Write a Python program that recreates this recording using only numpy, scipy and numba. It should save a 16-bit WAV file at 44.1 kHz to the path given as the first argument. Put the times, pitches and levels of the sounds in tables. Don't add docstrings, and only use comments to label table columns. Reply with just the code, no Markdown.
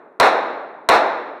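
import sys
import numpy as np
from scipy import signal
from scipy.fft import rfft, irfft
from scipy.io import wavfile
from numba import njit

SR = 44100
rng = np.random.default_rng(int(sys.argv[2]) if len(sys.argv) > 2 else 0)


def voltage_ratio(decibels):
    exponent = np.asarray(decibels, float) / 20
    return 10 ** exponent


def bounce(signal):
    frames = np.transpose(np.atleast_2d(signal))
    limited = np.clip(frames, -1, 1)
    pcm = np.round(limited * 32767).astype(np.int16)
    wavfile.write(sys.argv[1], SR, pcm)


N = 61739
LEAD_S = 0.0006


def unit(x):
    return x / np.sqrt(np.mean(x ** 2) + 1e-20)


def along(points, hz):
    point_hz, value = np.transpose(points)
    return np.interp(np.log(hz + 1), np.log(point_hz + 1), value)


def colour(x, db_of):
    gain = voltage_ratio(db_of(np.fft.rfftfreq(8192, 1 / SR)))
    cepstrum = irfft(np.log(gain + 1e-6))
    cepstrum[1:4096] *= 2
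    cepstrum[4097:] = 0
    impulse = irfft(np.exp(rfft(cepstrum)))
    return signal.fftconvolve(x, impulse)[:len(x)]


def highpass(x, hz):
    return signal.lfilter(*signal.butter(2, hz / (SR / 2), "high"), x)


def blast(bright_db):
    # delay in seconds, level in dB.
    slaps = [
        (.003, 8),
        (.0075, 1),
        (.012, 8.5),
        (0.032, -2),
        (.05, -18.5),
        (0.084, -24),
        (0.102, -24),
    ]
    pulse_s, pulse_db, knock_db = 0.00016, 16, -10
    crack_hz, crack_db, crack_hold_s, crack_t60_s = 8000, 33, 0.0017, 0.03
    t = np.arange(SR // 20) / SR
    pulse = voltage_ratio(pulse_db) * (1 - t / pulse_s) * np.exp(-t / pulse_s)
    crack_fall_db = 60 * np.maximum(t - crack_hold_s, 0) / crack_t60_s
    crack = highpass(rng.standard_normal(len(t)), crack_hz)
    crack *= voltage_ratio(crack_db + bright_db - crack_fall_db)
    lead = round(LEAD_S * SR)
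    taps = np.zeros(SR // 4)
    taps[0] = voltage_ratio(knock_db)
    taps[lead] += voltage_ratio(0.0071)
    for delay_s, db in slaps:
        taps[round(delay_s * SR) + lead] += voltage_ratio(db)
    out = signal.fftconvolve(pulse, taps)
    out[lead:lead + len(t)] += crack
    return out


def hall(noise):
    # frequency in Hz, t60 in seconds.
    t60 = [(100, 2.1), (260, 1.295), (700, 1.18), (1800, 1.11), (4000, 0.81), (7000, 0.58), (12000, 0.44)]
    late_db, late_longer = -31.5, 1.53
    early_db, early_tilt_db, early_hold_s, early_t60_s = -8.5, 2, 0.072, 0.12
    build_s = 0.002
    hz, t, spectrum = signal.stft(noise, SR, nperseg=256)
    fall_db = -60 * t / along(t60, hz)[:, None]
    tilt_db = early_tilt_db * np.log2(hz[:, None] / 1000 + 1)
    early_fall_db = 60 * np.maximum(t - early_hold_s, 0) / early_t60_s
    main = voltage_ratio(fall_db)
    late = voltage_ratio(late_db + fall_db / late_longer)
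    early = voltage_ratio(early_db + tilt_db - early_fall_db)
    tail = signal.istft(spectrum * (main + late + early), SR, nperseg=256)[1][:len(noise)]
    return tail * (1 - np.exp(-np.arange(len(noise)) / SR / build_s))


def case_db(hz):
    # frequency in Hz, gain in dB.
    broad = [(40, -44), (130, -22), (450, -3), (800, 2.5), (1800, -4), (5000, -18.5), (9000, -26.5),
             (15000, -31)]
    # centre in Hz, width in
    # Hz, gain in dB.
    bumps = [(65, 24, 6), (310, 180, 1.5), (643, 61, 2), (3080, 320, -8), (4210, 815, 10),
             (4653, 350, -11.5), (5570, 530, 1.5), (9170, 1040, 3)]
    return along(broad, hz) + sum(db * np.exp(-((hz - c) / w) ** 2) for c, w, db in bumps)


def gun():
    # start in seconds, peak in dB, crack brightness in dB.
    shots = [
        (0.199, -7, -1),
        (0.888, -7.5, 0.5),
    ]
    earlier = (-0.7, -6.5, 0)
    hall_db, alike = -5, 0.66
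    span = 5 * SR // 2
    out = np.zeros(N + 4 * SR)
    same = rng.standard_normal(span)
    case_gain = voltage_ratio(case_db(np.linspace(0, SR / 2, num=999)))
    tail_gain = voltage_ratio(hall_db) / np.sqrt(np.mean(case_gain ** 2))
    for start_s, peak_db, bright_db in [earlier] + [tuple(row) for row in shots]:
        noise = np.sqrt(alike) * same + np.sqrt(1 - alike) * rng.standard_normal(span)
        shot = np.roll(tail_gain * hall(noise), round(LEAD_S * SR))
        near = blast(bright_db)
        shot[:len(near)] += near
        first = round((start_s + 1) * SR)
        out[first:first + span] += voltage_ratio(peak_db) * shot
    return colour(out, case_db)[SR:SR + N]


def ventilation():
    # frequency in Hz, density in dB per Hz.
    air = [(60, -26.5), (110, -11.5), (140, 0), (400, 4.5), (900, -11.5), (2000, -25.5), (3500, -58),
           (12000, -52.5)]
    level_db = -56.5
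    noise = colour(rng.standard_normal(N + SR), lambda hz: along(air, hz))
    return voltage_ratio(level_db) * unit(noise[SR:])


def scene():
    return (gun() + ventilation())[None]


@njit
def limit(x, top, keep):
    y, seen = np.empty_like(x), top
    for i in range(len(x)):
        seen = max(abs(x[i]), top + keep * (seen - top))
        y[i] = x[i] * top / seen
    return y


def top_cut(x):
    return signal.sosfilt(signal.butter(12, 16540, fs=SR, output="sos"), x)


def record(dry):
    bass_hz, treble_hz, preamp_db = 319, 1110, 5.5
    hiss_db, hiss_hz = -88, 12500
    ceiling, release_s = 0.705, 0.0019
    top_hz, top_wide_hz, fade_s = 15700, 600, 0.003
    x = highpass(dry[0], bass_hz)
    x = voltage_ratio(preamp_db) * signal.lfilter(*signal.butter(1, treble_hz / (SR / 2)), x)
    x = x + voltage_ratio(hiss_db) * colour(rng.standard_normal(N), lambda hz: -14.0 * (hz > hiss_hz))
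    x = limit(x, ceiling, np.exp(-1 / (release_s * SR)))
    x = colour(x, lambda hz: -6 * np.clip((hz - top_hz) / top_wide_hz + 1, 0, 9) ** 2)
    x = x * np.clip((N - np.arange(N)) / (fade_s * SR), 0, 1)
    return top_cut(x[None])


dry = scene()
out = record(dry)
bounce(out)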